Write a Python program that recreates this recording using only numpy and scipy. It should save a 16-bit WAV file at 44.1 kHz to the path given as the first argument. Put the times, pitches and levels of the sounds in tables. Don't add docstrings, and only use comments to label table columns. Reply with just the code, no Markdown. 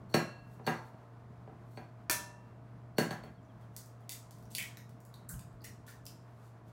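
import sys
import numpy as np
from scipy import signal
from scipy.fft import rfft, irfft, next_fast_len
from scipy.io import wavfile
from scipy.ndimage import uniform_filter1d

SR = 44100
rng = np.random.default_rng(int(sys.argv[2]) if len(sys.argv) > 2 else 0)


def store_pcm(level_fs):
    pcm = np.round(np.clip(level_fs, -1, 1) * 32767).astype(np.int16)
    wavfile.write(sys.argv[1], SR, np.atleast_2d(pcm).T)


def decibels_to_gain(level_db):
    exponent = np.asarray(level_db, float) / 20
    return 10 ** exponent


N = 296484
T = np.arange(N) / SR
SIZE = next_fast_len(N + SR)
HZ = np.arange(SIZE // 2 + 1) * SR / SIZE + 1e-3

# [t/s, thud level/dB, edge click level/dB, ring level/dB]
LANDINGS = [
    (0.14, -20, -27.5, -35),
    (0.664, -37, -35.5, -45.5),
    (0.672, -26, -44, -45),
    (1.771, -41.5, -80, -60.5),
    (2.981, -22, -26, -35.5),
    (3.106, -35, -40.5, -53),
    (3.234, -46.5, -57, -63),
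]
# [t/s, shell level/dB, low knock level/dB, contact/ms]
EGG_BLOWS = [
    (2.0974, -16.5, -31.5, 4.3),
    (2.1116, -16.5, -44, 2.7),
]


def on_log(table, hz):
    f, v = np.transpose(table)
    return np.interp(np.log(hz), np.log(f), v)


def unit(x):
    return x / np.max(np.abs(x))


def band(x, hz, octaves, order=2):
    half = 2 ** (np.clip(octaves, .05, 5) / 2)
    edges = [hz / half, min(hz * half, .45 * SR)]
    return signal.sosfilt(signal.butter(order, edges, "band", fs=SR, output="sos"), x)


def above(x, edge):
    hz = 1000 * 2 ** np.clip(edge, 0, 3.5)
    return signal.sosfilt(signal.butter(4, hz, "high", fs=SR, output="sos"), x)


def add(out, s, x):
    i = int(s * SR)
    out[i:i + len(x)] += x[:N - i]


def decay(t, t60):
    return np.exp(-np.log(1000) * t / t60)


def walk(rate):
    k = int(SR / rate)
    steps = np.repeat(rng.standard_normal(N // k + 1), k)
    return 1.302 * uniform_filter1d(uniform_filter1d(steps, k), k)[:N]


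def ring(modes, scatter_db):
    t = T[:SR]
    out = np.zeros(len(t))
    for hz, db, t60 in modes:
        loudness, detune = rng.standard_normal(2)
        tone = np.sin(2 * np.pi * hz * (1 + 0.0012 * detune) * t)
        out += decibels_to_gain(db + scatter_db * loudness) * decay(t, t60) * tone
    return out


def splinters(ms, spray=.2, density=.1):
    t = T[:SR // 10]
    hits = rng.random(len(t)) < density
    x = spray * rng.standard_normal(len(t)) * hits * np.exp(-t * 1000 / max(ms, .05))
    x[0] = 1
    return x


def clicks(rows, octaves):
    out = np.zeros(N)
    for s, db, hz in rows:
        add(out, s, decibels_to_gain(db) * unit(band(splinters(3.3, 0.23), hz, octaves, order=3)))
    return out


def fridge():
    # [f/Hz, rms level/dB]
    hum = [(118.4, -56.5), (409.1, -82.5), (457.6, -76), (581.4, -80), (640.6, -73.5), (699.8, -75),
           (1486, -90)]
    # [f/Hz, level per Hz/dB]
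    air_colour = [(20, -34.5), (45, -13), (124, -9.5), (197, -9.5), (470, -23), (1060, -21.5), (3000, -43),
                  (16000, -59.5)]
    air = irfft(rfft(rng.standard_normal(SIZE)) * decibels_to_gain(on_log(air_colour, HZ)), SIZE)[:N]
    air *= decibels_to_gain(-57) / air.std()
    bass = signal.sosfiltfilt(signal.butter(2, 330, fs=SR, output="sos"), air)
    out = decibels_to_gain(2.2 * walk(7)) * bass + decibels_to_gain(0.8 * walk(20)) * (air - bass)
    for hz, db in hum:
        level = decibels_to_gain(db + 5.5 + 1.2 * walk(9))
        out += level * np.sin(2 * np.pi * np.cumsum(hz + 1.6 * walk(4)) / SR)
    settle_db, settle_s = 2, 2.7
    return out * decibels_to_gain(settle_db * (np.exp(-T / settle_s) - 0.43))


def played(peak, swell, db):
    rise_db, fade_db_per_s = 21.5, 309
    before = (peak - T) * rise_db / max(swell, .003)
    after = (T - peak) * fade_db_per_s
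    return decibels_to_gain(db - np.where(T < peak, before, after))


def rustle():
    # [peak t/s, swell/s, rustle level/dB, steel share level/dB]
    slides = [
        (.1, .012, -62.5, -2),
        (.13, 0.019, -72, 12),
        (.54, 0.18, -68, -20),
        (0.656, 0.017, -62, 8),
        (.745, .01, -63.5, 4),
        (.856, 0.063, -67.5, -16),
        (1.72, 0.11, -68.5, -12),
        (1.766, 0.034, -65.5, -5.5),
        (2.975, 0.012, -58.5, 9),
    ]
    # [peak t/s, swell/s, level/dB]
    brushes = [
        (3.3, 0.027, -76),
        (3.45, .1, -84),
        (3.622, 0.065, -74),
        (3.75, .04, -69),
        (6.3, .05, -85),
        (6.462, 0.23, -68),
        (6.68, 0.05, -70),
    ]
    grit = rng.standard_normal(N) * decibels_to_gain(4.1 * rng.exponential(size=N).clip(0, 5))
    hiss, cloth = band(grit, 10000, 3.4), band(grit, 4100, 3.7)
    steel = band(grit, 4350, 0.1) + 0.48 * band(grit, 5800, 0.069)
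    hiss, cloth, steel = hiss / hiss.std(), cloth / cloth.std(), steel / steel.std()
    out = np.zeros(N)
    for peak, swell, db, steel_db in slides:
        out += played(peak, swell, db) * (hiss + decibels_to_gain(steel_db) * steel)
    for peak, swell, db in brushes:
        out += played(peak, swell, db) * cloth
    return out * decibels_to_gain(-8.0)


def through_board(x):
    board_lag = 0.1206
    turns = board_lag * (2 * np.sqrt(HZ + 90) - HZ / np.sqrt(5000))
    radiated = 1 / np.sqrt(1 + (115 / HZ) ** 6)
    return irfft(rfft(x, SIZE) * radiated * np.exp(-2j * np.pi * turns), SIZE)[:N]


def knocks():
    # [f/Hz, level/dB, t60/s]
    counter = [(123.6, -16, 0.13), (162.3, 4, 0.31), (186.7, 1, 0.049), (233.8, 4.5, 0.18), (298, -5, 0.22),
               (346.7, -1, 0.3), (440, 1, 0.13), (581, -14, 0.18), (723, -8, 0.23), (977, -10.5, 0.26),
               (1346, -17.5, 0.55), (1693, -15, 0.28)]
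    # [f/Hz, level/dB, t60/s]
    walls = [(1870, -1, 0.224), (1625, -1, 0.27), (2610, -13, 0.31), (3973, -10.5, 0.16), (5970, -24, 0.06),
             (6040, -8, 0.097), (6510, -10, .18), (8320, -1.5, 0.04)]
    # [f/Hz, level/dB, t60/s]
    base = [(4414, 0, 0.15), (4445, -11, 0.16), (4390, -15.5, 0.47), (4490, -14, .12)]
    # [t/s, level/dB]
    bumps = [
        (0.594, -46.5),
        (0.94, -52),
        (1.473, -47),
        (6.609, -59),
    ]
    contact_lag_s = .002
    wood, edge, boom, steel = np.zeros((4, N))
    # 1 dB for the bowl, -13 dB for the hand
    hits = [(s, db, 1) for s, db, _, _ in LANDINGS] + [(s, db, -13) for s, db in bumps]
    for onset, thud_db, body_db in hits:
        s = onset + contact_lag_s
        add(wood, s, decibels_to_gain(thud_db + 4.5) * unit(band(splinters(4.2, 0.12), 289, 2.96, order=3)))
        add(wood, s, decibels_to_gain(thud_db + body_db) * unit(band(splinters(11, 0.22), 1226, 1.8, order=3)))
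        add(boom, s, decibels_to_gain(thud_db + 2.0) * unit(ring(counter, 1.5)))
    for onset, _, edge_db, ring_db in LANDINGS:
        s = onset + contact_lag_s
        add(edge, s, decibels_to_gain(edge_db + 2.0) * unit(band(splinters(13.8, 0.35), 6820, 2.48)))
        add(steel, s, decibels_to_gain(ring_db + 2.5) * ring(base, .7))
        add(steel, s, decibels_to_gain(ring_db - 3) * ring(walls, 1.58))
    rattle_db, rattle_per_s = 4.5, 70
    steel *= decibels_to_gain(rattle_db * (walk(rattle_per_s) - .5))
    return through_board(wood) + edge, through_board(boom) + steel


def singing():
    # [f/Hz, level/dB, t60/s]
    tilted = [(1653, -51, .85), (2698, -55, .8), (2728, -56, .8), (4194, -49, .5), (4021, -54, .4),
              (5609, -47, .33)]
    # [f/Hz, level/dB, t60/s]
    free = [(324, -33.5, 0.056), (600, -51, 1), (963, -43, 0.78), (1775, -38.5, 0.57), (1747, -49.5, 0.75),
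            (2390, -36.5, 0.06), (2680, -52, 0.66), (2730, -59.5, 1.1), (4285, -41.5, 0.14),
            (4580, -27.5, 0.026), (5770, -46, 0.17), (6300, -57.5, 0.22)]
    out = np.zeros(N)
    add(out, LANDINGS[0][0], decibels_to_gain(5.5) * ring(tilted, 0))
    add(out, EGG_BLOWS[0][0], decibels_to_gain(0.5) * ring(free, 0))
    return out


def tap():
    out = np.zeros(N)
    for s, shell_db, low_db, ms in EGG_BLOWS:
        add(out, s, decibels_to_gain(shell_db + 2.5) * unit(band(splinters(ms, 0.46, 0.2), 10750, 2.85)))
        add(out, s, decibels_to_gain(low_db + 10.0) * unit(band(splinters(ms, 0.25), 750, 3.7, order=3)))
    return out


def bird():
    # [t/s, level/dB]
    notes_sung = [
        (3.258, -73),
        (3.368, -78),
        (3.483, -76.5),
        (3.615, -78),
        (3.875, -85),
        (4.013, -79),
    ]
    start_hz, end_hz, note_s = 3620, 3120, 0.0394
    out = np.zeros(N)
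    u = T[:int(note_s * SR)] / note_s
    hz = end_hz + (start_hz - end_hz) * (1 - u) ** 2
    for s, db in notes_sung:
        add(out, s, decibels_to_gain(db + 2.0) * np.sin(np.pi * u) * np.sin(2 * np.pi * np.cumsum(hz) / SR))
    return out


def loose_pieces():
    # [t/s, level/dB, f/Hz]
    pieces = [(3.43, -70, 7060), (3.45, -68, 6020), (3.765, -46, 8500), (4.094, -42, 4240),
              (4.1204, -43, 5300), (4.4547, -59, 5770), (4.518, -47, 8450), (4.55, -31, 4240),
              (4.584, -35, 3000), (4.603, -39, 3380), (4.612, -52, 3230), (4.6253, -39, 3020),
              (4.771, -47.5, 4100), (5.141, -48.5, 4030), (5.2914, -33, 8240), (5.293, -53, 4200),
              (5.299, -60, 5200), (5.34, -58, 3060), (5.3944, -45, 8300), (5.608, -59, 4600),
              (5.62, -56, 4550), (5.6437, -46, 5400), (5.885, -52, 4080), (6.065, -40.5, 4960)]
    return clicks(pieces, 0.26)


def shell():
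    # [t/s, snap level/dB, low edge/octaves over 1 kHz]
    cracks = [(3.6127, -63, 1.3), (3.765, -29.5, 2.1), (4.0065, -61, 2.4), (4.0937, -27, 1.67),
              (4.1207, -32.5, 1.57), (4.3094, -46.5, 1.84), (4.3862, -57, 1.4), (4.4268, -55, 1.7),
              (4.4547, -59, 1.5), (4.5508, -23.5, 1.2), (4.578, -37, 0.65), (4.5833, -23.5, 2.56),
              (4.6255, -32.5, 0.72), (4.7715, -40.5, 0.88), (4.894, -51.5, 0.63), (5.1407, -48, 1.6),
              (5.393, -43, 0.74), (5.6443, -39.5, 1.6), (6.0655, -36.5, 1.26), (6.2248, -66, 1.7)]
    # [t/s, snap level/dB]
    flakes = [
        (3.86, -46.5),
        (5.0038, -51.5),
        (5.0516, -47),
        (5.296, -46),
        (5.5294, -64),
        (5.6178, -55),
        (6.0548, -40),
    ]
    # [t/s, level/dB, f/Hz]
    hollow = [(3.765, -56.5, 1900), (4.0936, -45.5, 2340), (4.122, -49, 1970), (4.5501, -55, 2420),
              (4.7716, -48.5, 1800), (5.2965, -48, 1510), (5.31, -54, 1300), (5.6454, -47.5, 1790),
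              (5.6574, -51, 2000), (5.879, -48, 1620), (5.89, -50, 1780)]
    flake_edge = 2.4
    out = np.zeros(N)
    for s, snap_db, edge in cracks + [(s, db, flake_edge) for s, db in flakes]:
        add(out, s, decibels_to_gain(snap_db + 6.5) * unit(above(splinters(2.7, 0.27), edge)))
    tear_s, gap_s, tear_db, tear_hz = 4.5838, 0.0072, -30.5, 2170
    tear = [(tear_s + k * gap_s, tear_db - 3 * k, tear_hz) for k in range(6)]
    return out + clicks(hollow + tear, 0.49)


def crumble():
    # [t/s, level/dB, low edge/octaves over 1 kHz, length/s]
    crushes = [
        (4.105, -44, 2.7, .04),
        (4.501, -53.5, 1.64, 0.057),
        (5.288, -41, 2.82, 0.039),
        (5.64, -44.5, 1, 0.018),
        (5.865, -53.5, 1.33, .05),
        (4.31, -71, 2, 0.15),
    ]
    crumbs_per_s, scatter_db = 3600, 4
    out = np.zeros(N)
    for s, db, edge, length in crushes:
        when, sign, size = rng.random((3, SR // 4))
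        u = T[:SR // 4] / length
        crumbs = (when < crumbs_per_s / SR) * np.sign(sign - .5) * decibels_to_gain(-scatter_db * np.log(size + .02))
        swell = np.sqrt(np.sin(np.pi * np.minimum(u, 1) ** 0.55).clip(0))
        add(out, s, decibels_to_gain(db) * above(crumbs * swell, edge))
    return out


def yolk():
    # [t/s, level/dB, f/Hz]
    plops = [
        (5.301, -45, 158),
        (5.324, -36.5, 157),
        (5.333, -39, 62),
        (5.359, -46, 94),
        (5.40, -49, 146),
        (5.452, -50, 157),
        (5.524, -54, 135),
        (5.53, -51, 55),
    ]
    fade_cycles = 8.9
    out = np.zeros(N)
    t = T[:SR // 4]
    for s, db, hz in plops:
        swell = (1 - np.exp(-t / 0.0055)) * decay(t, fade_cycles / hz)
        add(out, s, decibels_to_gain(db + 3.5) * swell * np.sin(2 * np.pi * hz * t * (1 - 2.8 * t)))
    return out


def kitchen(x, direct_db):
    # [f/Hz, t60/s]
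    room_t60 = [(125, 0.48), (350, 0.26), (1000, 0.49), (2500, 0.34), (6000, 0.41), (12000, 0.23)]
    room_db, build_s = -12, 0.0024
    t = T[:SR // 2]
    tail = np.zeros(len(t))
    for hz in 100 * 2 ** np.arange(0, 7.6, .5):
        tail += band(rng.standard_normal(len(t)), hz, 0.56) * decay(t, on_log(room_t60, hz))
    tail *= 1 - np.exp(-t / build_s)
    tail *= decibels_to_gain(room_db) / np.sqrt(np.mean(tail[:SR // 20] ** 2)) / 10
    echoes = irfft(rfft(x, SIZE) * rfft(tail, SIZE), SIZE)[:N]
    return decibels_to_gain(direct_db) * x + echoes


def scene():
    ring_echo, piece_echo = .25, 0.56
    blows, rings = knocks()
    pieces = loose_pieces()
    at_counter = kitchen(blows + ring_echo * rings + yolk(), 2)
    at_hands = kitchen(tap() + shell() + crumble() + rustle() + piece_echo * pieces, 0)
    direct = rings + (1 - piece_echo) * pieces + singing()
    return (at_counter + at_hands + direct + bird() + fridge())[None]


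def band_limit(x):
    return signal.sosfilt(signal.butter(12, 16850, fs=SR, output="sos"), x)


def record(dry):
    low_hz, top_hz = 51.1, 15750
    mix = signal.sosfilt(signal.butter(2, low_hz, "high", fs=SR, output="sos"), dry)
    mix = signal.sosfilt(signal.ellip(8, .2, 60, top_hz, fs=SR, output="sos"), mix)
    return band_limit(mix)


dry = scene()
out = record(dry)
store_pcm(out)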